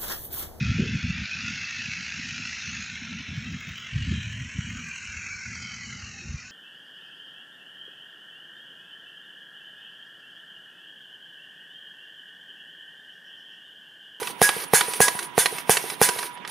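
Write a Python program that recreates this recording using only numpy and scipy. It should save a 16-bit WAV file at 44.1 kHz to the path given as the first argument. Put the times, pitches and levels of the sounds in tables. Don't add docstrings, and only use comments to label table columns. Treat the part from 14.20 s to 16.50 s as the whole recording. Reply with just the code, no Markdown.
import sys
import numpy as np
from scipy import signal
from scipy.fft import rfft, irfft, next_fast_len
from scipy.io import wavfile
from scipy.ndimage import uniform_filter1d

SR = 44100
rng = np.random.default_rng(int(sys.argv[2]) if len(sys.argv) > 2 else 0)


def dump_mix(stems):
    frames = np.atleast_2d(stems).T
    limited = np.clip(frames, -1, 1)
    pcm = np.round(limited * 32767).astype(np.int16)
    wavfile.write(sys.argv[1], SR, pcm)


def boost_factor(decibels):
    exponent = np.asarray(decibels, float) / 20
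    return 10 ** exponent


N = 101430

POP_S = [.2165, .5358, .8042, 1.1794, 1.495, 1.8153]
BLOW_DELAY_S = 0.007


def unit(x):
    return x / np.sqrt(np.mean(x ** 2) + 1e-20)


def along(points, hz):
    f, v = np.transpose(points)
    return np.interp(np.log(hz + 1), np.log(f + 1), v)


def filtered(x, response):
    m = next_fast_len(x.shape[-1] + SR // 2)
    return irfft(rfft(x, m) * response(np.fft.rfftfreq(m, 1 / SR)), m)[..., :x.shape[-1]]


def resonance(f, hz, width_hz):
    return 1j * f * width_hz / (hz * hz - f * f + 1j * f * width_hz)


def band(hz, width_hz):
    return unit(filtered(rng.standard_normal(N), lambda f: resonance(f, hz, width_hz)))


def causal(points):
    cepstrum = irfft(np.log(boost_factor(along(points, np.fft.rfftfreq(4096, 1 / SR))) + 1e-6))
    cepstrum[1:2048] *= 2
    cepstrum[2049:] = 0
    h = irfft(np.exp(rfft(cepstrum)))[:2048]
    return h / np.linalg.norm(h)


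def noise(points, patchy_db):
    z = signal.stft(rng.standard_normal(N), nperseg=256)[2]
    field = uniform_filter1d(rng.standard_normal(z.shape), size=4, axis=0)
    field = uniform_filter1d(field, size=10, axis=1)
    x = signal.istft(z * boost_factor(patchy_db * unit(field)), nperseg=256)[1][:N]
    return unit(filtered(x, lambda hz: boost_factor(along(points, hz))))


def dying(s, t60, rise=0.00014):
    t = np.maximum(np.arange(N) / SR - s, 0)
    return boost_factor(-60 * t / t60) * (1 - np.exp(-t / rise))


def strokes():
    # [t/s, peak level/dB, port f/Hz, tube ring level/dB]
    pop_rows = [
        (0.214, -5, 710, -6),
        (0.534, -4.5, 780, 0),
        (0.803, -5, 735, 1.5),
        (1.178, -7, 675, -2),
        (1.493, -5, 740, -5),
        (1.814, -4.5, 805, 1),
    ]
    earlier = (-.128, -5, 798, -2.5)
    return [earlier] + [(s, *row[1:]) for s, row in zip(POP_S, pop_rows)]


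def road():
    # [f/Hz, level/dB]
    road_colour = [(15, -49), (25, -41.5), (157, -2.5), (641, -14.5), (988, -3), (1100, -10.5), (3620, -15),
                   (3920, -30), (16000, -51)]
    level_db, left_db, alike = -45.5, -13, 0.38
    a, b = noise(road_colour, patchy_db=2), noise(road_colour, patchy_db=2)
    u = np.arccos(np.clip(alike, 0, 1)) / 2
    pair = [np.cos(u) * a + np.sin(u) * b, np.cos(u) * a - np.sin(u) * b]
    return boost_factor(level_db + left_db * np.array([[.5], [-.5]])) * pair


def gas():
    # [opens t/s, shuts t/s, hiss level/dB]
    exhaust = [
        (-.1, 0.109, -33),
        (0.212, 0.439, -31),
        (0.531, 0.772, -31),
        (0.799, 1.048, -34.5),
        (1.172, 1.408, -34),
        (1.504, 1.739, -32.5),
        (1.806, 2.067, -31),
    ]
    # [f/Hz, level/dB]
    hiss_colour = [(350, 8), (600, -8), (1040, -8.5), (2210, -5), (3530, -7.5), (6460, -11), (7410, -21.5),
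                   (9240, -1), (16000, -18)]
    shut_t60_s, leak_db, leak_t60_s = .07, -17, .45
    intake_db, intake_db_per_s = -29.5, 747
    next_pop_s, low_hz = 2.305, 400
    t = np.arange(N) / SR
    flow = np.zeros(N)
    for opens, shuts, db in exhaust:
        late = np.maximum(t - shuts, 0)
        closing = boost_factor(-60 * late / shut_t60_s) + boost_factor(leak_db - 60 * late / leak_t60_s)
        flow += boost_factor(db) * (t > opens) * np.where(t < shuts, 1, closing)
    for s in list(POP_S) + [next_pop_s]:
        flow += boost_factor(intake_db - intake_db_per_s * abs(s - t)) * (t < s)
    return flow * filtered(noise(hiss_colour, patchy_db=1.8), lambda f: 1 / (1 + (low_hz / (f + 1)) ** 4))


def pops():
    # [f/Hz, width/Hz, level/dB]
    chamber = [(172.4, 114, 4), (459, 104, 6), (1770, 730, -10.5)]
    far_walls = [(-17, 710), (-21, 2100), (-29.5, 990)]
    echo_s = [.147, .075, .226]
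    spit_colour = [(2000, -6), (8000, -11.5), (10500, 2.5), (16000, -23)]  # Hz, dB
    pop_db, port_width_hz, port_db, push_top_hz = 32, 126, 0.5, 2170
    spit_db, spit_t60_s = -3, 0.014
    echo_low_hz, smear_s = 130, 0.0038
    lead = SR // 4
    out = np.zeros(N + lead)
    for s, db, port_hz, _ in strokes():
        push = np.zeros(SR // 2)
        push[0] = -boost_factor(db + pop_db)
        smear = rng.uniform(0, 1, (len(far_walls), 3, 2))

        def body(f):
            modes = list(chamber) + [(port_hz, port_width_hz, port_db)]
            ring = sum(boost_factor(d) * resonance(f, hz, width) for hz, width, d in modes)
            return ring / (1 + 1j * f / push_top_hz) ** 2

        def walls(f):
            echoes = 0
            for late, (d, top_hz), parts in zip(echo_s, far_walls, smear):
                spread = sum((1 + g) / 2 * np.exp(-2j * np.pi * f * (late + smear_s * (u - .5))) for u, g in parts)
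                echoes = echoes + boost_factor(d) * spread / (1 + 1j * f / top_hz) ** 2
            return 1 + (1j * f / (1j * f + echo_low_hz)) ** 2 * echoes

        at = round(s * SR) + lead
        out[at:at + len(push)] += filtered(push, lambda f: body(f) * walls(f))[:len(out) - at]
    spit = sum(boost_factor(db + spit_db) * dying(s + .0006, spit_t60_s) for s, db, *_ in strokes())
    return out[lead:] + spit * noise(spit_colour, patchy_db=4)


def steel():
    # [f/Hz, level/dB]
    post = [(1662, -30), (4326, -39), (5889, -45), (6243, -39), (6558, -34), (7696, -46), (9157, -34),
            (9649, -32), (9806, -30), (10610, -30), (11312, -42), (11600, -46), (12015, -41), (12064, -39)]
    # [f/Hz, level/dB]
    ram = [(2005, -39), (2970, -45), (3510, -43), (4953, -42), (5300, -52), (5640, -43)]
    # [f/Hz, level/dB]
    rattle_colour = [(290, -72), (500, -32.5), (974, -3), (1090, -17.5), (1640, -6), (3920, -14.5),
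                     (4210, -14.5), (9630, -8), (16000, -21)]
    modes_db, modes_t60_s, spread_db, detune = -10, .21, 3, .0008
    rattle_db, rattle_t60_s, drive_t60_s = -11, 0.28, 0.098
    return_s, return_db = .07, -5
    bell_hz, bell_t60_s, bell_db, swell_s = 971, 1.7, -25.5, .03
    beat_hz, partner_gain, partner_t60_s = 10.7, 2.4, .6
    out, t = np.zeros(N), np.arange(N) / SR
    chatter = noise(rattle_colour, patchy_db=2.5)
    metal = list(post) + list(ram)
    loudest_db = max(row[1] for row in post)
    width_hz = np.log(1000) / np.pi / modes_t60_s
    for s, db, _, bell_gain_db in strokes():
        s = s + BLOW_DELAY_S
        luck = rng.standard_normal(len(metal) + 1)
        drive = rng.standard_normal(N) * dying(s, drive_t60_s) / np.sqrt(drive_t60_s * SR)

        def modes(f):
            total = 0
            for (hz, d), g in zip(metal, luck):
                gain = boost_factor(d - loudest_db + spread_db * g) * SR / np.pi / width_hz
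                total = total + gain * resonance(f, hz * (1 + detune * np.sin(7 * g)), width_hz)
            return total

        now = slice(max(round(s * SR), 0), round(s * SR) + SR // 2)
        ring = np.zeros(N)
        ring[now] = filtered(drive[now], modes)
        held = boost_factor(return_db * np.clip((t - s - return_s) / .01, 0, 1))
        turn = 2 * np.pi * (t - s)
        partner = np.sin(turn * (bell_hz + beat_hz) + luck[-1]) * dying(s, partner_t60_s, swell_s)
        bell = np.sin(turn * bell_hz) * dying(s, bell_t60_s, swell_s) + held * partner_gain * partner
        struck = boost_factor(modes_db) * ring + boost_factor(rattle_db) * chatter * dying(s, rattle_t60_s)
        out += boost_factor(db) * (held * struck + boost_factor(bell_db + bell_gain_db) * bell)
    return out


def clang():
    hz, width_hz, level_db, t60_s = 9760, 530, -14.5, 0.26
    blows = sum(boost_factor(db + level_db) * dying(s + BLOW_DELAY_S, t60_s, 0.0015) for s, db, *_ in strokes())
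    return blows * band(hz, width_hz)


def clacks():
    # [t/s, peak level/dB, brightness/dB]
    clack_rows = [(0.0287, -18, -3), (0.0719, -16.5, -2), (0.193, -27.5, -20), (0.2904, -5, -3.5),
                  (0.4015, -27, 5), (0.4394, -25, 4), (0.6091, -2, -6), (0.7353, -14.5, 0.5),
                  (0.8814, -5.5, -1.5), (0.9901, -15, 0.5), (1.0267, -22.5, 2), (1.1494, -41, -14),
                  (1.258, -4, -4.5), (1.3832, -18, -1.5), (1.4731, -26.5, -21), (1.57, -6.5, -2),
                  (1.7, -16, 0), (1.8884, -6, -0.5), (1.9879, -15, -1), (2.0284, -13.5, -11),
                  (2.174, -26.5, -33), (2.2493, -19.5, -30.5), (2.2761, -21, -2)]
    # [f/Hz, level/dB]
    clack_colour = [(120, -48), (200, -10.5), (1940, -0.5), (2470, -3.5), (4430, -8), (7410, -17),
                    (9400, -15.5), (11100, -10.5), (16000, -62)]
    level_db, tick_db, tail_db, tail_t60_s = -5, 9.5, -3, .036
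    bright_db, split_hz = 7.5, 5500
    grit, tick = noise(clack_colour, patchy_db=3), causal(clack_colour)

    def struck(gains_db):
        ticks, tails = np.zeros(N), np.zeros(N)
        ticks[[round(row[0] * SR) + 30 for row in clack_rows]] = -boost_factor(np.add(gains_db, tick_db))
        for row, db in zip(clack_rows, gains_db):
            tails += boost_factor(db + tail_db) * dying(row[0], tail_t60_s, .0012)
        return signal.fftconvolve(ticks, tick)[:N] + tails * grit

    def high(f):
        return 1 / (1 + (split_hz / (f + 1)) ** 4)

    dull = struck([db for _, db, _ in clack_rows])
    bright = struck([db + more for _, db, more in clack_rows])
    return boost_factor(level_db) * (filtered(dull, lambda f: 1 - high(f)) + boost_factor(bright_db) * filtered(bright, high))


def loose_part():
    # [t/s, level/dB, length/s]
    jingle_rows = [
        (0.465, -45, 0.031),
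        (0.683, -27.5, 0.023),
        (0.744, -33, 0.035),
        (0.936, -34.5, 0.032),
        (1.028, -36, 0.043),
        (1.692, -34.5, 0.026),
        (2.132, -44.5, 0.028),
    ]
    hz, width_hz = 9880, 110
    t = np.arange(N) / SR
    shiver = sum(boost_factor(db) * np.exp(-((t - s - long / 2) / (long / 2)) ** 2) for s, db, long in jingle_rows)
    return shiver * band(hz, width_hz)


def yard(x):
    # [f/Hz, t60/s]
    yard_decay = [(150, 0.15), (1000, 0.95), (8000, 0.27)]
    hz, t, z = signal.stft(rng.standard_normal((2, SR // 2)), SR, nperseg=256)
    tail = signal.istft(z * boost_factor(-60 * t / along(yard_decay, hz)[:, None]), SR, nperseg=256)[1]
    late = np.pad(x, (300, 0))[None]
    return signal.fftconvolve(late, tail / np.linalg.norm(tail[0]), axes=1)[:, :N]


def lawn_dip(f):
    hz, wide_hz, narrow_hz = 306, 88, 45.7
    return (hz ** 2 - f * f + 1j * f * narrow_hz) / (hz ** 2 - f * f + 1j * f * wide_hz)


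def near_wall(f):
    delay_s, left_db, right_db, top_hz = .0026, -35.5, -6.5, 5270
    return 1 + boost_factor([[left_db], [right_db]]) * np.exp(-2j * np.pi * f * delay_s) / (1 + 1j * f / top_hz)


def lean(f):
    left_db = along([(3000, -4.5), (9000, -1.7)], f)
    return boost_factor(np.outer([.5, -.5], left_db))


def scene():
    yard_db = -16.5
    traffic = road()
    driver = filtered(gas() + pops() + steel() + clang() + clacks() + loose_part(), lawn_dip)
    return filtered(filtered(driver, near_wall) + boost_factor(yard_db) * yard(driver), lean) + traffic


def roll_off(x):
    return signal.sosfilt(signal.butter(12, 16510, fs=SR, output="sos"), x)


def record(dry):
    low_hz, ceiling, top_hz = 120, 1.05, 15600
    x = filtered(dry, lambda f: (1j * f / (1j * f + low_hz)) ** 2)
    x = x / (1 + abs(x / ceiling) ** 8) ** (1 / 8)
    x = filtered(x, lambda f: np.where(f < top_hz, 1, boost_factor(-25)))
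    return roll_off(x)


dry = scene()
out = record(dry)
dump_mix(out)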